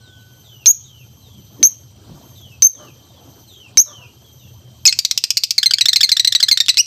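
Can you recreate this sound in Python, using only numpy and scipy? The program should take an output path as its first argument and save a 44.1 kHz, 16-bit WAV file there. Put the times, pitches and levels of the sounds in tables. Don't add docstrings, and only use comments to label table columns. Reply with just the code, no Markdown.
import sys
import numpy as np
from scipy import signal
from scipy.fft import rfft, irfft
from scipy.io import wavfile

SR = 44100
rng = np.random.default_rng(int(sys.argv[2]) if len(sys.argv) > 2 else 0)


def gain_from_db(level_db):
    decades = np.asarray(level_db, float) / 20
    return 10 ** decades


def digitize_waveform(pressure):
    field = np.atleast_2d(pressure).T
    bounded = np.clip(field, -1, 1)
    quanta = np.round(bounded * 32767).astype(np.int16)
    wavfile.write(sys.argv[1], SR, quanta)


N = 302526

# f/Hz, level/dB
THROAT = [(1300, -1.5), (2000, -15.5), (3000, -1.5), (4300, 7), (6000, -6.5), (8200, -9.5), (10000, -38),
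          (12800, -15.5), (15500, -59)]
# f/Hz, level/dB
BEAK = [(1300, -31.5), (2600, -8), (4400, 8.5), (6000, 3), (9000, -12), (10300, -35), (13000, -7),
        (15500, -24)]


def parrot():
    voice = chirps() + rattle() + level_ticks() + falling_notes() + rising_notes()
    voice += long_notes() + last_note() + arch()
    port = signal.butter(3, [1250, 14500], "band", fs=SR, output="sos")
    overdrive_db = 11
    return gain_from_db(overdrive_db) * signal.sosfilt(port, voice)


def chirps():
    # t/s, peak level/dB, duration/ms, dip f/Hz, end f/Hz
    whistles = [
        (0.659, -0.5, 52.6, 5900, 6800),
        (1.6288, -6.5, 45, 5950, 6620),
        (2.622, 3, 53, 6030, 6420),
        (3.7722, -2.5, 48.4, 5600, 6750),
    ]
    # f/Hz, level re peak/dB, second voice level/dB
    openings = [
        (6564, -10.5, 0),
        (6283, -6, -3),
        (6250, -0.5, -2),
        (6210, -6, 3),
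    ]
    dip_ms, climb_ms = 11.5, 20
    hook_hz, hook_ms = 300, 1.8
    low_ratio = 0.37
    out, air = np.zeros(N), coloured(BEAK, patchy_db=0)
    for (s, peak_db, length, dip_hz, end_hz), (open_hz, open_db, low_db) in zip(whistles, openings):
        ms = np.arange(int((length + 6) * SR / 1000)) * 1000 / SR
        since_dip = ms - dip_ms
        climb = end_hz + (dip_hz - end_hz) * np.exp(-since_dip / climb_ms)
        climb -= hook_hz * np.exp(-np.abs(since_dip) / hook_ms)
        fall = np.clip(since_dip / 2.5 + 1, 0, 1)
        hz = open_hz * (1 - fall) + climb * fall
        hz *= 1 + 0.008 * drift(210, count=len(ms))
        turns = 2 * np.pi * np.cumsum(hz) / SR
        whistle = np.sin(turns) + gain_from_db(-22 + 11 * ms / length) * np.sin(2 * turns)
        whistle *= gain_from_db(1.5 * drift(130, count=len(ms)))
        low_turns = 2 * np.pi * low_ratio * open_hz * ms / 1000
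        beats = gain_from_db(-23) * np.sin(low_turns)
        beats += gain_from_db(-17.5) * np.sin(turns - low_turns)
        beats += gain_from_db(-27) * np.sin(turns + low_turns)
        beats *= np.clip((dip_ms - 2 - ms) / 1.5, 0, 1) * gain_from_db(low_db - 0.6 * ms)
        level_db = np.interp(ms, [0, 6, 9, 0.5 * length, length, length + 5],
                             [open_db, open_db, 0, -1, -6, -40])
        pop = gain_from_db(-9.5) * air[round(s * SR):][:len(ms)] * np.exp(-ms / 1.0)
        add(out, s, gain_from_db(peak_db) * (gain_from_db(level_db) * whistle + beats + pop))
    return out


def rattle():
    # t/s, peak level/dB, duration/ms, middle f/Hz
    click_rows = [(4.9893, -1.5, 3.5, 2247), (5.0495, 0, 4.9, 2050), (5.1111, -4, 3.9, 2041),
                  (5.176, -1.5, 3.8, 2610), (5.239, 0.5, 2.6, 2570), (5.3045, -1, 3.8, 2580),
                  (5.3708, 2.5, 7.9, 2293), (5.4356, -1, 6.8, 2350), (5.5074, 0.5, 4.3, 2386)]
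    return calls(glides(click_rows, start=0.86, end=1.3), BEAK, count=6, turn=0.6, fade=0.1, rough=0.72,
                 pop_db=-5, pop_ms=1.86)


def level_ticks():
    # t/s, peak level/dB, duration/ms, middle f/Hz
    tick_rows = [
        (4.9261, -8, 3, 2620),
        (6.662, -13, 0.79, 1930),
        (6.6836, 1, 2, 1784),
        (6.7432, -13, 1.35, 1990),
        (6.771, 2, 3.7, 2149),
        (6.777, -1.5, 3.1, 2047),
    ]
    return calls(glides(tick_rows, start=1.03, end=0.99), THROAT, count=4, turn=0.57, fade=0.14, rough=0.64,
                 pop_db=-9, pop_ms=0.8)


def falling_notes():
    # t/s, peak level/dB, duration/ms, settled f/Hz, opening f/Hz
    down_rows = [(5.5807, -0.5, 8.7, 2200, 2410), (5.659, -3.5, 12, 2090, 2073),
                 (5.7362, -3, 6.8, 2230, 2514), (5.8096, -8, 13, 2000, 2937),
                 (5.8846, -0.5, 11, 2060, 2280), (5.9596, -0.8, 12, 2130, 2715),
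                 (6.0314, 0.5, 18.5, 2160, 2490), (6.1171, -1, 14.4, 2082, 2460),
                 (6.196, -2, 9.9, 1970, 2220), (6.2739, 0, 8.9, 2020, 2080),
                 (6.3501, 1.5, 14.8, 1992, 2396), (6.4276, -2.5, 14.1, 2060, 2270),
                 (6.5129, 2, 19.4, 2140, 2305), (6.6024, 0, 11.4, 1900, 2495)]
    return calls(glides(down_rows, start=1, end=0.95), THROAT, count=7, turn=0.34, fade=0.14, rough=0.504,
                 pop_db=-10.0, pop_ms=0.43, ease=1.6, scoop=0.05)


def rising_notes():
    # t/s, peak level/dB, duration/ms, top f/Hz
    up_rows = [(5.6297, -3, 5.8, 1780), (5.709, -6, 4.4, 1687), (5.7841, -9, 2.9, 1774),
               (5.8564, 0.5, 5.9, 1922), (5.9302, 1, 5.8, 1896), (6.0072, -3, 8.5, 1844),
               (6.0908, -3, 4.4, 1850), (6.1669, -2, 5.1, 1895), (6.2468, -1.5, 6.1, 2045),
               (6.3227, -1, 4.52, 1900), (6.4007, -3, 6, 1720), (6.4836, -4.5, 7.8, 1790),
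               (6.5734, 2, 3.7, 1980)]
    early = calls(glides(up_rows[:3], start=0.88, end=0.92), THROAT, count=8, turn=0.96, fade=0.2, rough=1.2,
                  pop_db=-18.5, pop_ms=1.7, rise_ms=0.39)
    later = calls(glides(up_rows[3:], start=0.9, end=1.06), THROAT, count=8, turn=0.87, fade=0.095, rough=0.62,
                  pop_db=-12.5, pop_ms=1.4, rise_ms=3.56, scoop=-0.14, ease=0.938)
    return early + later


def long_notes():
    # t/s, peak level/dB, duration/ms, settled f/Hz, opening f/Hz
    long_rows = [
        (4.854, -0.8, 9.4, 2570, 2505),
        (4.878, -4, 20, 2164, 2340),
        (6.690, 0.77, 17, 1990, 2990),
    ]
    return calls(glides(long_rows, start=1, end=0.95), THROAT, count=6, turn=0.58, fade=0.14, rough=0.55,
                 pop_db=-9, ease=2.2)


def last_note():
    # t/s, peak level/dB, duration/ms, settled f/Hz, opening f/Hz
    last_rows = [
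        (6.779, 0, 11, 2443, 3020),
        (6.787, 1, 24, 2894, 2416),
    ]
    # f/Hz, level/dB
    open_beak = [(2000, -16), (2900, -9), (4600, -3), (5900, 3), (8600, -18.5), (10300, -32.5),
                 (12500, -15), (15500, -36)]
    return calls(glides(last_rows, start=1, end=1.01), open_beak, count=5, turn=0.55, fade=0.08, rough=0.3,
                 pop_db=-35, rise_ms=0.7, ease=1.5)


def arch():
    # t/s, peak level/dB, duration/ms, top f/Hz, opening f/Hz
    arch_rows = [
        (4.862, -2.5, 17.5, 6950, 3100),
    ]
    colour = [(2500, -3), (7200, 0), (10000, -30), (15000, -22)]     # f/Hz, level/dB
    return calls(glides(arch_rows, start=1, end=0.4), colour, count=2, turn=0.45, fade=0.1, rough=0.3,
                 pop_db=-40, rise_ms=1.5, ease=2.4)


def glides(rows, start, end):
    out = []
    for s, db, ms, hz, *opening in rows:
        open_hz = opening[0] if opening else hz * start
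        out.append((s, db, ms, open_hz, hz, hz * end))
    return out


def calls(rows, colour, count, turn, fade, rough, pop_db, pop_ms=0.28, rise_ms=0.3, ease=1.3,
          waver_hz=500, scoop=0):
    out, air = np.zeros(N), coloured(colour, patchy_db=0, count=2 ** 15)
    for s, peak_db, ms, start_hz, turn_hz, end_hz in rows:
        size = int(ms * (1 + 3 * fade) * SR / 1000)
        part = np.arange(size) * 1000 / SR / ms
        before = np.clip(1 - part / turn, 0, 1)
        after = np.clip((part - turn) / (1 - turn), 0, 1)
        hz = turn_hz + (start_hz - turn_hz) * before ** ease + (end_hz - turn_hz) * after ** ease
        hz *= 1 + scoop * np.exp(-part * ms / 1.8)
        wobble = drift(waver_hz, count=6000)
        cycles = np.cumsum(hz * (1 + 0.034 * rough * np.resize(wobble, size))) / SR
        gains = [gain_from_db(at_hz(colour, k * hz)) for k in range(1, count + 1)]
        tone = sum(g * np.sin(2 * np.pi * (k + 1) * cycles + k) for k, g in enumerate(gains))
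        tone = tone / np.sum(gains, axis=0) * gain_from_db(rough * np.resize(wobble[::-1], size))
        rise = np.minimum(part * ms / rise_ms, 1)
        shape = rise * np.exp(-np.maximum(part - 1 + fade, 0) / fade)
        burst = np.resize(np.roll(air, round(s * SR)), size)
        pop = gain_from_db(pop_db) * burst * np.exp(-part * ms / pop_ms)
        add(out, s, gain_from_db(peak_db) * (tone * shape + pop))
    return out


def echoes(x, near_db, far_db):
    cage_t60_s, room_t60_s = 0.038, 0.18
    hall_db, hall_t60_s = -17.5, 0.41
    t = np.arange(int(0.7 * SR)) / SR
    sparse = rng.standard_normal(len(t)) * (rng.random(len(t)) < 0.05) * (t > 0.0012)
    near = sparse * gain_from_db(-60 * t / cage_t60_s)
    dying = gain_from_db(-60 * t / room_t60_s) + gain_from_db(hall_db - 60 * t / hall_t60_s)
    dull = signal.lfilter([1], [1, -0.42], rng.standard_normal(len(t)))
    far = dull * dying * np.minimum(t / 0.0027, 1)
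    tail = gain_from_db(near_db) * near / np.linalg.norm(near) + gain_from_db(far_db) * far / np.linalg.norm(far)
    return x + signal.fftconvolve(x, tail)[:N]


def distance():
    return echoes(far_birds() + far_barks() + drones(), near_db=-5.5, far_db=-1.5)


def far_birds():
    # t/s, peak level/dB, duration/ms, start f/Hz, end f/Hz
    bird_rows = [(.01, -53, 190, 4310, 2900), (.19, -56, 36, 4040, 3810), (.44, -48.5, 195, 3780, 2560),
                 (.73, -58, 97, 3430, 3586), (.84, -50.5, 193, 4007, 2457), (1.21, -54, 183, 4200, 2950),
                 (2.35, -49, 203, 4150, 2420), (2.73, -49, 177, 4060, 2455), (3.05, -57.5, 150, 4200, 3220),
                 (3.47, -46.5, 216, 4260, 2454), (3.85, -43.5, 210, 4120, 2450),
                 (4.06, -52.5, 50, 2850, 2850), (.44, -55.5, 93, 4170, 3340), (.83, -54, 64, 3720, 3850),
                 (2.35, -52.5, 100, 3750, 3270), (3.5, -51, 66, 3750, 3680), (4.24, -53, 91, 3290, 3204),
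                 (4.38, -54.5, 124, 4120, 3030), (4.4, -54, 80, 3010, 2750)]
    fall_halfway = 0.62
    falls = [(s, db, ms, a, a + fall_halfway * (b - a), b) for s, db, ms, a, b in bird_rows]
    colour = [(2000, 0), (4500, 1.5), (5000, -15), (9500, -8.5)]     # f/Hz, level/dB
    return calls(falls, colour, count=2, turn=0.5, fade=0.087, rough=0.55, pop_db=-22.5, pop_ms=59,
                 rise_ms=7.5, ease=1.5, waver_hz=40.0)


def far_barks():
    # t/s, peak level/dB, duration/ms, lowest partial f/Hz
    bark_rows = [
        (2.79, -42.5, 59, 600),
        (3.86, -41.5, 67, 592),
        (3.98, -50, 85, 495),
    ]
    colour = [(400, -3), (1200, 0), (2000, -16)]     # f/Hz, level/dB
    return calls(glides(bark_rows, start=1.01, end=0.94), colour, count=3, turn=0.5, fade=0.2, rough=1.5,
                 pop_db=-5, pop_ms=40, rise_ms=8)


def drones():
    # t/s, peak level/dB, duration/ms, lowest partial f/Hz
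    drone_rows = [
        (0, -55, 400, 376),
        (.5, -66, 550, 414),
        (2.95, -65.5, 181, 574),
    ]
    colour = [(350, -11.5), (750, -7.0), (1150, -7.5), (1500, 2.5), (1900, -24.5)]     # f/Hz, level/dB
    return calls(glides(drone_rows, start=1, end=0.985), colour, count=4, turn=0.89, fade=0.5, rough=0.16,
                 pop_db=-39, rise_ms=8)


def insects():
    # t/s, level/dB
    high_insect = [(.119, -58.5), (.62, -62.5), (.9, -59), (1.43, -55.5), (2.089, -56.5), (2.706, -59),
                   (3.199, -58.5), (3.75, -61), (4.214, -59.5), (4.697, -56.5), (5.377, -74), (6.1, -62)]
    # t/s, level/dB
    low_insect = [(.26, -57), (1.27, -56.5), (2.192, -61), (3.152, -56.5), (4.146, -57.5)]
    # f/Hz, bandwidth/Hz, level/dB
    chorus = [
        (3150, 120, -60),
        (5920, 170, -63),
        (12240, 650, -68),
        (79, 6.9, -63.5),
        (120.7, 34, -59.5),
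    ]
    out, t = np.zeros(N), np.arange(N) / SR
    phrases = [row + (0.5, 6410, 6280) for row in high_insect]      # duration/s, start f/Hz, end f/Hz
    phrases += [row + (0.49, 6110, 5980) for row in low_insect]
    for s, level_db, length, start_hz, end_hz in phrases:
        part = np.linspace(0, 1, int(length * SR))
        turns = 2 * np.pi * np.cumsum(start_hz + (end_hz - start_hz) * part) / SR
        strokes = 1 + 0.15 * np.sin(turns / 18.0)
        tone = np.sin(turns) + gain_from_db(0.5) * np.sin(2 * turns)
        add(out, s, gain_from_db(level_db) * np.sin(np.pi * part) ** 0.6 * strokes * tone)
    out *= gain_from_db(2.5 * drift(40))
    for hz, width_hz, level_db in chorus:
        band = signal.butter(2, [hz - width_hz / 2, hz + width_hz / 2], "band", fs=SR, output="sos")
        swarm = rms_one(signal.sosfilt(band, rng.standard_normal(N)))
        out += gain_from_db(level_db + 1.2 * drift(3.3)) * swarm
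    return out


def surroundings():
    # t/s, level/dB
    breeze = [(0, -57.5), (.5, -56.5), (.85, -61), (1.2, -56.5), (1.5, -56.5), (1.59, -48), (1.68, -57),
              (1.93, -55.5), (2.14, -45.5), (2.41, -55.5), (2.68, -57.5), (2.79, -43.5), (2.95, -55),
              (3.28, -49), (3.53, -56), (3.72, -53), (4.37, -56.5), (4.84, -56)]
    # t/s, level/dB
    traffic = [(0, -47), (.9, -47.5), (1.4, -43), (1.7, -50), (2.05, -42), (2.9, -46.5), (3.8, -51),
               (4.7, -43), (4.9, -46.5)]
    # f/Hz, spectral level/dB
    rumble_colour = [(15, -71), (30, -35.5), (48, -27), (62, -10), (81, -0.5), (125, 4.5), (161, -12.5),
                     (200, -10.5), (260, -22), (340, -46), (570, -120)]
    # f/Hz, spectral level/dB
    rustle_colour = [(150, -7), (250, 4), (500, -1.5), (900, -6.5), (1500, -13.5), (2300, -24),
                     (3000, -37.5)]
    # f/Hz, spectral level/dB
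    hiss_colour = [(1800, -12.5), (2800, 0.5), (4200, 4.5), (6000, -0.5), (8500, -3.5), (10000, -18),
                   (12500, -18), (15000, -10.5), (16500, -20)]
    still_db, hiss_db, hiss_follows = -55, -63, 0.42
    breeze_db = in_time(breeze)
    out = gain_from_db(in_time(traffic)) * coloured(rumble_colour, patchy_db=2.5)
    out += gain_from_db(breeze_db) * coloured(rustle_colour, patchy_db=3.5)
    hiss = gain_from_db(hiss_db + hiss_follows * (breeze_db - still_db))
    out += hiss * gain_from_db(5.5) * coloured(hiss_colour, patchy_db=2.0)
    return out + knocks()


def knocks():
    # t/s, peak level/dB, f/Hz
    bumps = [
        (1.334, -45.5, 194.7),
        (1.573, -34.5, 285.3),
        (2.078, -38.5, 146),
        (3.721, -49, 150.6),
    ]
    out, t = np.zeros(N), np.arange(int(0.12 * SR)) / SR
    envelope = np.sin(np.pi * t / 0.12) ** 2 * gain_from_db(-200 * t + 15.5)
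    for s, peak_db, hz in bumps:
        add(out, s, gain_from_db(peak_db) * np.sin(2 * np.pi * hz * t + drift(80, count=len(t))) * envelope)
    return out


def coloured(spectrum, patchy_db, count=N):
    hz = np.fft.rfftfreq(count, 1 / SR) + 1
    shaped = rfft(rng.standard_normal(count)) * gain_from_db(at_hz(spectrum, hz))
    if not patchy_db:
        return rms_one(irfft(shaped, count))
    band = np.round(2 * np.log2(hz)).astype(int) % 4
    return rms_one(sum(irfft(shaped * (band == k), N) * gain_from_db(patchy_db * drift(27)) for k in range(4)))


def drift(rate, count=N):
    r = np.exp(-2 * np.pi * rate / SR)
    noise = rng.standard_normal(count + 9000)
    return rms_one(signal.lfilter([1], [1, -2 * r, r * r], noise)[9000:])


def rms_one(x):
    return x / np.sqrt(np.mean(x ** 2) + 1e-20)


def at_hz(points, hz):
    point_hz, point_db = np.array(points).T
    return np.interp(np.log(hz), np.log(point_hz), point_db, left=-90, right=-90)


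def in_time(rows):
    return np.interp(np.arange(N) / SR, *np.transpose(rows))


def add(out, s, sound):
    i = round(s * SR)
    out[i:i + len(sound)] += sound[:N - i]


def scene():
    bird = echoes(parrot(), near_db=-7, far_db=-19.5)
    return (bird + distance() + insects() + surroundings())[None]


def low_pass(x):
    return signal.sosfilt(signal.butter(12, 16430, fs=SR, output="sos"), x)


def record(dry):
    ceiling_db, release_db_s, look_ahead = 1.5, 93, 30
    slow_duck, slow_s = 0.14, 0.53
    top = 0.9
    over_db = np.maximum(20 * np.log10(np.abs(dry[0]) + 1e-9) - ceiling_db, 0)
    ramp = release_db_s * np.arange(N) / SR
    held_db = np.maximum.accumulate(over_db + ramp) - ramp
    held_db = np.roll(signal.lfilter([0.05], [1, 0.05 - 1], held_db), -look_ahead)
    keep = np.exp(-1 / (slow_s * SR))
    held_db += slow_duck * signal.lfilter([1 - keep], [1, -keep], held_db)
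    limited = np.clip(dry * gain_from_db(-held_db), -top, top)
    limited = signal.sosfilt(signal.butter(2, 45, "high", fs=SR, output="sos"), limited)
    mix = signal.sosfilt(signal.cheby2(14, 90, 16800, fs=SR, output="sos"), limited)
    return low_pass(mix)


dry = scene()
out = record(dry)
digitize_waveform(out)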